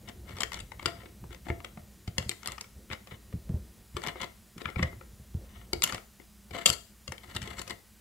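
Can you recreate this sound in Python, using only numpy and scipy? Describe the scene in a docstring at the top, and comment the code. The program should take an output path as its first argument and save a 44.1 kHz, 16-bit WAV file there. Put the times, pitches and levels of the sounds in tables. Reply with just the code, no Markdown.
"""Keycaps are levered off a mechanical keyboard with a clear plastic card, close by in stereo.
Clicks are short noisy contacts that ring groups of decaying modes; scrapes are random slips through the same modes.
Thuds are decaying low desk modes, with filtered-noise rumble below; a few case notes are single fading sines.
A small room answers with decaying noise, over shaped hiss, low hum and a faint whine of wavering sines."""
import sys
import numpy as np
from scipy import signal
from scipy.fft import rfft, irfft
from scipy.io import wavfile
from scipy.ndimage import uniform_filter1d

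SR = 44100
rng = np.random.default_rng(int(sys.argv[2]) if len(sys.argv) > 2 else 0)


def bounce(signal):
    """Save signal as a 16-bit WAV file at the path given by the first command-line argument."""
    frames = np.transpose(np.atleast_2d(signal))
    limited = np.clip(frames, -1, 1)
    pcm = np.round(limited * 32767).astype(np.int16)
    wavfile.write(sys.argv[1], SR, pcm)


N = 353196


def undb(db):
    """Gain of a level in dB."""
    return 10 ** (np.asarray(db) / 20)


def unit(x):
    """Scaled to rms 1."""
    return x / np.sqrt(np.mean(x ** 2))


def band(x, hz, width_hz):
    """One resonance, gain 1 at the centre."""
    return signal.lfilter(*signal.iirpeak(hz, hz / width_hz, fs=SR), x)


def curve(rows):
    """A level curve at every sample."""
    return np.interp(np.arange(N) / SR, *np.transpose(rows))


def along(table, hz):
    """A (f/Hz, value) table read on a log-frequency axis."""
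    table = np.array(table)
    return np.interp(np.log(hz), np.log(table[:, 0]), table[:, 1])


def walk(rate_hz):
    """Random levels held for 1 / rate and slewed twice; spread near 1."""
    k = int(SR / rate_hz)
    steps = np.repeat(rng.standard_normal(N // k + 1), k)
    return 1.48 * uniform_filter1d(uniform_filter1d(steps, k), k)[:N]


def add(out, sound, s):
    """Mixes a sound in at time s."""
    i = int(s * SR)
    out[:, i:i + sound.shape[1]] += sound[:, :max(N - i, 0)]


# stereo balance of the keyboard: (f/Hz, left minus right level/dB)
LEFT_OVER_RIGHT = [(300, 0.5), (700, 8.5), (1500, 6.5), (3000, 8.5), (6000, 12.5), (9000, 3.5), (13000, 2)]


def lean(hz, off_db=0):
    """Gains of the two sides for a sound of the keyboard, which favours the left by frequency."""
    half_db = (along(LEFT_OVER_RIGHT, hz) + off_db) / 2
    return undb(half_db), undb(-half_db)


# hiss spectrum: (f/Hz, relative density level/dB per Hz)
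HISS_SPECTRUM = [(18, -25), (30, -5), (64, 2.5), (165, -8), (210, 5), (259, -14.5), (328, -11.5),
                 (449, -16.5), (1430, -18), (2010, -19), (4910, -20.5), (14800, -21), (16000, -22)]
# how alike left and right hiss are: (f/Hz, likeness 0-1)
HISS_LIKENESS = [(60, 0.83), (300, 0.92), (700, 0.97), (3000, 1), (7000, 1), (15000, 1)]
# faint hum and whine, before their waver: (f/Hz, rms level/dB)
HUM_AND_WHINE = [(59.2, -62), (210, -82), (323, -89), (1868, -82.5), (4000, -85), (5000, -82.5),
                 (6000, -81), (7000, -79), (8000, -80.5), (9000, -81), (10000, -82.5), (11000, -81),
                 (15000, -85)]
HISS_DB = -58.5  # rms


def floor():
    """Smooth hiss, partly shared by both sides, with wavering hum and a whine mostly on whole kilohertz."""
    hz = np.maximum(np.fft.rfftfreq(N, 1 / SR), 1)
    alike = np.clip(along(HISS_LIKENESS, hz), 0, 1)
    noise = rfft(rng.standard_normal((2, N))) * undb(along(HISS_SPECTRUM, hz))
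    mid, side = noise * np.sqrt([1 + alike, 1 - alike])
    hiss = irfft(np.array([mid + side, mid - side]), N)
    tones, t = np.zeros(N), np.arange(N) / SR
    for tone_hz, db in HUM_AND_WHINE:
        level = undb(db + 2.1 * walk(6.5)) * np.sqrt(2)  # a sine peaks at sqrt(2) times its rms
        tones += level * np.sin(2 * np.pi * (tone_hz * t + rng.random()))
    return undb(HISS_DB) * unit(hiss) + tones


# rumble without the thuds' share: (t/s, rms level/dB)
RUMBLE = [(0.0, -47.5), (2.0, -56.5), (2.6, -60.5), (3.9, -53.5), (4.3, -62), (5.8, -53.5), (6.15, -65.5),
          (7.0, -66.5), (7.46, -46), (8.0, -75)]
# broad desk resonances, each filtered twice: (f/Hz, width of one pass/Hz, relative level/dB)
DESK_RESONANCES = [(40.2, 21, -15.5), (62, 29.4, -4), (98.5, 58, -5.5), (192, 74, -10.5), (345, 150, -15.5),
                   (504, 320, -18.5)]
SHAKE_AFTER_DB, SHAKE_AFTER_T60_S = -21.5, 0.41  # rumble left by a thud, against its peak


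def shake():
    """Uneven low rumble through the desk's broad resonances, stirred up by every thud."""
    shared_db, rumble = 1.5 * walk(12), np.zeros(N)
    for hz, width_hz, db in DESK_RESONANCES:
        mode = unit(band(band(rng.standard_normal(N), hz, width_hz), hz, width_hz))
        rumble += undb(db + 3 * walk(22) + shared_db) * mode
    stirred, t = np.zeros((1, N)), np.arange(SR) / SR
    for s, db, _ in DESK_THUDS:
        add(stirred, undb(db + SHAKE_AFTER_DB - 60 * t[None] / SHAKE_AFTER_T60_S), s)
    return unit(rumble) * (undb(curve(RUMBLE)) + stirred[0])


def swell(rise_s, fall_s):
    """Level that builds, then eases off."""
    ends = np.cumsum([0, max(rise_s, .002), max(fall_s, .01)])
    return np.interp(np.arange(int(ends[-1] * SR)) / SR, ends, [0, 1, 0]) ** 1.5


def gripped(modes, sides):
    """Slips through a group of modes, widened by the grip of the fingers."""
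    body = np.zeros((2, N))
    for hz, db, _ in modes:
        mode = band(band(sides, hz, 0.12 * hz), hz, 0.24 * hz)
        body += undb(db) * np.array(lean(hz))[:, None] * mode
    return body


# scrapes of card and fingers: (start t/s, length/s, dull part level at full pressure/dB, treble level above it/dB)
SCRAPES = [(0.042, .08, -47, -15), (0.246, .09, -51.5, -11), (0.315, 0.14, -44, -9), (.5, .13, -43, -19),
           (0.78, 0.38, -54, -23), (1.288, 0.076, -49.5, -19), (1.441, 0.081, -42, -8),
           (2.333, 0.3, -47.5, -27), (2.893, 0.069, -46.5, -9), (3.034, 0.15, -56.5, -27),
           (3.923, 0.14, -44, -6), (4.029, 0.096, -40, -25), (4.141, 0.079, -42.5, -16),
           (4.193, 0.058, -38.5, -17), (4.573, 0.063, -44, -14), (4.677, 0.053, -52, -10),
           (4.754, 0.096, -41.5, -9), (5.373, 0.35, -55.5, -27), (5.819, 0.13, -42.5, -17),
           (6.485, 0.19, -38.5, -9.5), (6.652, 0.051, -34, 8), (6.681, 0.078, -38.5, 9.5),
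           (7.175, 0.23, -50.5, -8.5), (7.366, 0.28, -45.5, -9), (7.548, 0.1, -44.5, -0.5),
           (7.644, 0.11, -45, -9)]
RUB_RISE_SHARE = 0.57  # part of a scrape in which the pressure builds
BEFORE_S, AFTER_S = 0.016, 0.082  # a short soft noise swells before each click and fades after it
# that noise against the clack; the duller the click, the less treble
AFTER_DB, AFTER_TREBLE_DB = -24.5, -8


def rub():
    """Dense uneven slips, in flurries, excite the keyboard's modes, in scrapes and softly around each click."""
    flurry_db = 3.5 * walk(160) + 3 * walk(45)
    happens = rng.random(N) < 5000 / SR  # 5000 slips a second on average
    slips = happens * undb(1.97 * np.minimum(rng.exponential(size=N), 4) + flurry_db)
    # partly the same on both sides
    sides = slips * (0.88 * rng.standard_normal(N) + rng.standard_normal((2, N)))
    dull = unit(gripped(KNOCK_MODES, sides) + gripped(CLACK_MODES + CLICK_MODES[:2], sides))
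    sharp = unit(gripped(CLICK_MODES[2:], sides) + undb(-4.0) * gripped(TICK_MODES, sides))
    # the push also reaches the desk
    dull = dull + undb(-11.5) * unit(band(band(sides.mean(axis=0), 146, 116), 244, 145))
    strokes = []
    for s, long_s, db, treble_db in SCRAPES:
        strokes.append((s, RUB_RISE_SHARE * long_s, (1 - RUB_RISE_SHARE) * long_s, db, treble_db))
    for s, db, _, sharp_db in PLASTIC_CLICKS:
        strokes.append((s - BEFORE_S, BEFORE_S, AFTER_S, db + AFTER_DB, AFTER_TREBLE_DB + sharp_db))
    press = np.zeros((2, N))  # rows: dull, sharp
    for s, rise_s, fall_s, db, treble_db in strokes:
        add(press, np.outer(undb([db, db + treble_db]), swell(rise_s, fall_s)), s)
    return press[0] * dull + press[1] * sharp


# noise bands of the room's tail: (f/Hz, width/Hz, t60/s, starting level/dB)
ROOM_BANDS = [(473, 383, 0.27, -28), (1940, 1100, 0.26, -39), (4850, 3200, 0.2, -43.5),
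              (11200, 14500, 0.41, -46)]


def room(x):
    """Dense echoes that build within milliseconds and die band by band, unrelated left and right."""
    t = np.arange(SR // 2) / SR
    tail = np.zeros((2, len(t)))
    for hz, width_hz, t60_s, db in ROOM_BANDS:
        tail += undb(db - 60 * t / t60_s) * band(rng.standard_normal((2, len(t))), hz, width_hz)
    return signal.fftconvolve(x, tail * (1 - np.exp(-t / 0.002)), axes=1)[:, :N]


HELD_SHARE, HELD_DB = 0.4, 6  # modes damped by fingers and neighbours: shortest share of t60, and their gain
APART_HZ = 1490  # below this the two sides hear a mode nearly in step


def ring(modes, contact, count, off_db, lag_s, scatter_db=3.0, detune=0.075, apart_rad=1.23):
    """A contact rings close groups of modes; each blow lands elsewhere, so sizes, pitches and paths differ."""
    hz, db, t60 = np.repeat(modes, count, axis=0).T[:, :, None]
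    size, tune, turn, apart = rng.standard_normal((4, len(hz), 1))
    t = np.arange(int(SR * t60.max())) / SR
    hz = hz * (1 + detune * tune)
    held = rng.random(hz.shape)
    db, t60 = db + HELD_DB * held, t60 * HELD_SHARE ** held
    # a mode needs about a cycle to build up
    fade = undb(db + scatter_db * size - 60 * t / t60) * (1 - np.exp(-2.5 * hz * t))
    gap = 2 * np.pi * hz * lag_s + apart_rad * apart * hz / (hz + APART_HZ)
    left, right = lean(hz, off_db)
    phase = 2 * np.pi * (hz * t + 0.23 * turn)
    left_sum = np.sum(left * fade * np.sin(phase), axis=0)
    right_sum = np.sum(right * fade * np.sin(phase - gap), axis=0)
    pair = signal.fftconvolve(np.array([left_sum, right_sum]), contact[None], axes=1)
    return pair / np.abs(pair.mean(axis=0)).max()


# plastic on plastic: (t/s, clack peak level/dB, knock level above it/dB, sharpness/dB)
PLASTIC_CLICKS = [(.0872, -39, 0, 0), (.0937, -40, -2.5, 0), (0.2924, -44.5, -1, -0.5),
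                  (0.3084, -41.5, -2.5, -5), (.3676, -41, -13, -1), (0.3855, -33.5, -5, -1),
                  (0.4054, -27, -27, 5.5), (.4189, -29.5, -31, 1.5), (.4334, -20.5, -20, 0.5),
                  (0.5193, -33, -22, -0.5), (0.5326, -32, -27, 2.5), (.5427, -35, -25, 4),
                  (0.557, -42, -10, 2), (.5714, -42, -7, 3), (.5906, -44, -22, 5),
                  (0.6013, -41.5, -14, 6.5), (0.7185, -32, -9, -6.5), (0.7949, -30.5, -21, -8),
                  (.827, -42.5, 3, 3), (0.8584, -15.5, -13, 0.5), (1.034, -49.5, 6, -6),
                  (1.0565, -43, -1, -10), (1.2403, -46, 7.5, -8), (1.3072, -45.5, 1.5, -5),
                  (1.3297, -45, -5, 1.5), (1.3468, -39.5, -5, -2), (1.4676, -39, 7, -12),
                  (1.4852, -35.5, 6.5, -5), (1.5015, -24, 0, -18), (1.6034, -38, -3, -11),
                  (1.6457, -31, -5.5, -2.5), (1.7735, -43, 7, -13), (2.0763, -40.5, 3.5, 0.5),
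                  (2.1813, -21.5, -8.5, 0.5), (2.2263, -40, -7, 1.5), (2.2937, -35.5, -4, 16.5),
                  (2.3137, -32.5, -33, -1), (2.432, -35, -15, -3), (2.4593, -31, -32, 3),
                  (2.4742, -31, -29, 8), (2.4836, -28.5, -32, -4.5), (2.5198, -37, -18, 7.5),
                  (2.581, -32.5, -22, -5), (2.61, -37, -37, 5), (2.6426, -39.5, -26, -24),
                  (2.9013, -33.5, -5, -14), (2.9139, -26.5, -29, -21), (2.9314, -32, -17, -3.5),
                  (3.0722, -40.5, -14, -2.5), (3.117, -40, -6, -7), (3.326, -42.5, -0.5, -11),
                  (3.9672, -25, -3, -1), (4.019, -38, -4, -1), (4.0374, -28.5, -11, -2),
                  (4.0652, -26.5, -8.5, -3.5), (4.0721, -24.5, -19, -1.5), (4.0841, -35, -6, 4.5),
                  (4.158, -36.5, 2.5, -16), (4.2143, -31, -10, 0.5), (4.2195, -29.5, -14, 0),
                  (4.2429, -39, 3, 2), (4.58, -40.5, -9, 0.5), (4.6171, -32.5, -4.5, -4.5),
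                  (4.6564, -21, -35, -14.5), (4.688, -30, -10, -21), (4.7014, -37, -6, -4),
                  (4.7592, -27, -8, -20), (4.794, -23.5, -7, -30), (4.8283, -19, -5, -10.5),
                  (4.9295, -39, -5, -20), (5.01, -38, -5.5, -24), (5.7318, -24.5, 0, 4),
                  (5.8214, -27.5, -25, 8.5), (5.8324, -30.5, -22, 7), (5.8365, -23.5, -36, 11),
                  (5.8746, -34, -26, 5), (5.9239, -23.5, -33, -3.5), (5.9314, -30, -8, -4),
                  (5.9463, -30.5, 0.5, 3.5), (5.98, -35, -10, -2), (6.1993, -43.5, 0.5, -11),
                  (6.5088, -41, 0.5, -2), (6.549, -37, 7.5, -4), (6.566, -33, -1, -6),
                  (6.6582, -20.5, -12, 10.5), (6.6624, -26, -20, 9.5), (6.6754, -28, -25, 6),
                  (6.6925, -33, -30, 13), (6.7014, -22, -14, 9.5), (7.0778, -35, -5, 3),
                  (7.1207, -27, -9, -0.5), (7.1803, -44.5, -15, 2.5), (7.3492, -40, -8, 3.5),
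                  (7.3637, -28, -17, 4), (7.418, -35, -16, 2), (7.428, -40, -13, 4.5),
                  (7.475, -37.5, -3, 0), (7.5846, -35, -16, -6), (7.5943, -34, -10, 4),
                  (7.616, -35, -15, 4.5), (7.677, -40.5, -3, 4.5), (7.6974, -40, -5, 5),
                  (7.7078, -32.5, -6, 3)]
# what caps and case ring with, low to high, before scatter and damping: (f/Hz, relative level/dB, t60/s)
KNOCK_MODES = [(364, -2.5, 0.028), (456, -8.5, 0.025), (527, -3.5, 0.017), (680, 0, 0.013),
               (828, -3.5, 0.017)]
CLACK_MODES = [(1089, 1, 0.0054), (1291, 1.5, 0.021), (1548, -3, 0.0061), (1938, -2, 0.007),
               (2112, 1, 0.027), (2500, -6, 0.01)]
CLICK_MODES = [(2954, -2, 0.019), (3340, -6, 0.025), (3764, -6, 0.014), (4550, 2, 0.0056),
               (5060, -5, 0.0093), (5645, -3.5, 0.004)]
TICK_MODES = [(6460, 1.5, 0.0018), (7300, -7, 0.012), (7400, 1, 0.0081), (8540, -6, 0.0084),
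              (9450, -3, 0.001), (11020, -7, 0.016), (13900, -19, 0.0021)]
# sharpness lifts the click modes dB for dB and the tick modes more steeply
TICK_DB, TICK_PER_DB = -6, 1.6355
RATTLE_T60_S, RATTLE_SPREAD = 0.0089, 0.42  # median, and spread of its natural log
TOUCH, RATTLE_RISE_S = 6.4, 0.0017  # size of the first touch against the rattle


def clicks():
    """Each click is a first touch and a rattle of a few milliseconds that ring case, cap and card."""
    out, t = np.zeros((2, N)), np.arange(900) / SR
    for s, db, knock_db, sharp_db in PLASTIC_CLICKS:
        rattle_s = np.clip(RATTLE_T60_S * np.exp(RATTLE_SPREAD * rng.standard_normal()), .002, .04)
        contact = rng.standard_normal(len(t)) ** 3  # cubing makes it spiky
        contact = contact * (1 - np.exp(-t / RATTLE_RISE_S)) * undb(-60 * t / rattle_s)
        contact[0] = TOUCH
        # where the blow lands sets the balance and how much sooner the left side hears it
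        off_db, lag_s = rng.standard_normal(2) * (2.5, .00003) + (0, .00006)
        tick_db = TICK_DB + TICK_PER_DB * sharp_db
        parts = ((KNOCK_MODES, knock_db), (CLACK_MODES, 0), (CLICK_MODES, sharp_db), (TICK_MODES, tick_db))
        for modes, part_db in parts:
            add(out, undb(db + part_db) * ring(modes, contact, off_db=off_db, lag_s=lag_s, count=6), s)
    return out


# hands and keyboard bump the desk: (push t/s, peak level/dB, centre of the favoured modes f/Hz)
DESK_THUDS = [(0.398, -43, 203), (0.629, -47.5, 149), (0.855, -33.5, 97), (1.226, -37, 113),
              (1.29, -38, 77), (1.498, -22, 88.5), (1.769, -39, 191), (2.074, -27, 115), (2.181, -28, 126),
              (2.258, -32.5, 100), (2.477, -42, 120), (2.758, -45, 73.5), (2.903, -34.5, 84),
              (3.116, -37, 117), (3.335, -25, 149), (3.493, -22, 145), (3.538, -21, 91), (3.943, -30.5, 94),
              (4.068, -33, 203), (4.212, -39, 118), (4.558, -35.5, 218), (4.653, -32, 98),
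              (4.762, -24, 107), (4.788, -24, 190), (4.822, -17, 105), (5.128, -44.5, 89),
              (5.194, -43, 130), (5.344, -22.5, 89), (5.732, -31.5, 96), (5.739, -38.5, 320),
              (5.833, -39, 185), (5.926, -34, 138), (6.508, -35.5, 91.5), (6.654, -36, 230),
              (6.692, -29.5, 111), (7.083, -33, 96), (7.279, -44, 90.5), (7.353, -33.5, 94),
              (7.572, -44, 96), (7.702, -43, 187)]
# desk modes before detuning: (f/Hz, relative level/dB, t60 as a share of the thud's)
DESK_MODES = [(43.4, -17, 0.91), (84, 1.5, 1.13), (119, -0.5, 1.09), (167.7, 1, 0.73), (237, -8, 0.75),
              (310, -2.5, 0.39)]
THUD_T60_S = .105


def thuds():
    """A soft push rings the desk modes near its pitch most; the low ones last, the same on both sides."""
    out, t = np.zeros((2, N)), np.arange(12000) / SR
    hz, db, share = np.transpose(DESK_MODES)[:, :, None]
    for s, peak_db, pitch_hz in DESK_THUDS:
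        near_db = -9.0 * np.log2(hz / pitch_hz) ** 2
        tune = 1 + 0.056 * rng.standard_normal(hz.shape)
        fade = undb(db + near_db - 60 * t / (share * THUD_T60_S))
        blow = -np.sum(fade * np.sin(2 * np.pi * hz * tune * t), axis=0)
        blow = blow * (1 - np.exp(-(t / 0.0029) ** 2))
        # the desk takes a moment to give
        add(out, undb(peak_db) * blow[None] / np.abs(blow).max(), s + 0.0041)
    return out


# one clear note of the case rings on: (t/s, level before rise, fade, stereo balance and waver/dB)
CASE_NOTES = [(.875, -40.5), (1.495, -39.5), (4.83, -50), (6.54, -40), (6.566, -40), (6.66, -45)]
NOTE_HZ, NOTE_T60_S, NOTE_WAVER_DB = 681, 0.34, 1


def notes():
    """One mode of the case that swells for a moment, wavers and fades."""
    out, t = np.zeros((2, N)), np.arange(SR // 2) / SR
    note = np.sin(2 * np.pi * NOTE_HZ * t) * (1 - np.exp(-t / 0.0052)) * undb(-60 * t / NOTE_T60_S)
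    for s, db in CASE_NOTES:
        add(out, undb(db) * np.outer(lean(NOTE_HZ), note), s)
    return out * undb(NOTE_WAVER_DB * walk(70))


def scene():
    """Keyboard close by, its echo in the room, desk and background."""
    keys = clicks() + rub()
    return keys + room(keys) + notes() + thuds() + shake() + floor()


TOP_HZ = 15700


def record(dry):
    """The recorder cuts the top with a steep low-pass."""
    low_pass = signal.ellip(10, .2, 70, TOP_HZ, fs=SR, output="sos")
    return signal.sosfilt(low_pass, dry)


dry = scene()
out = record(dry)
bounce(out)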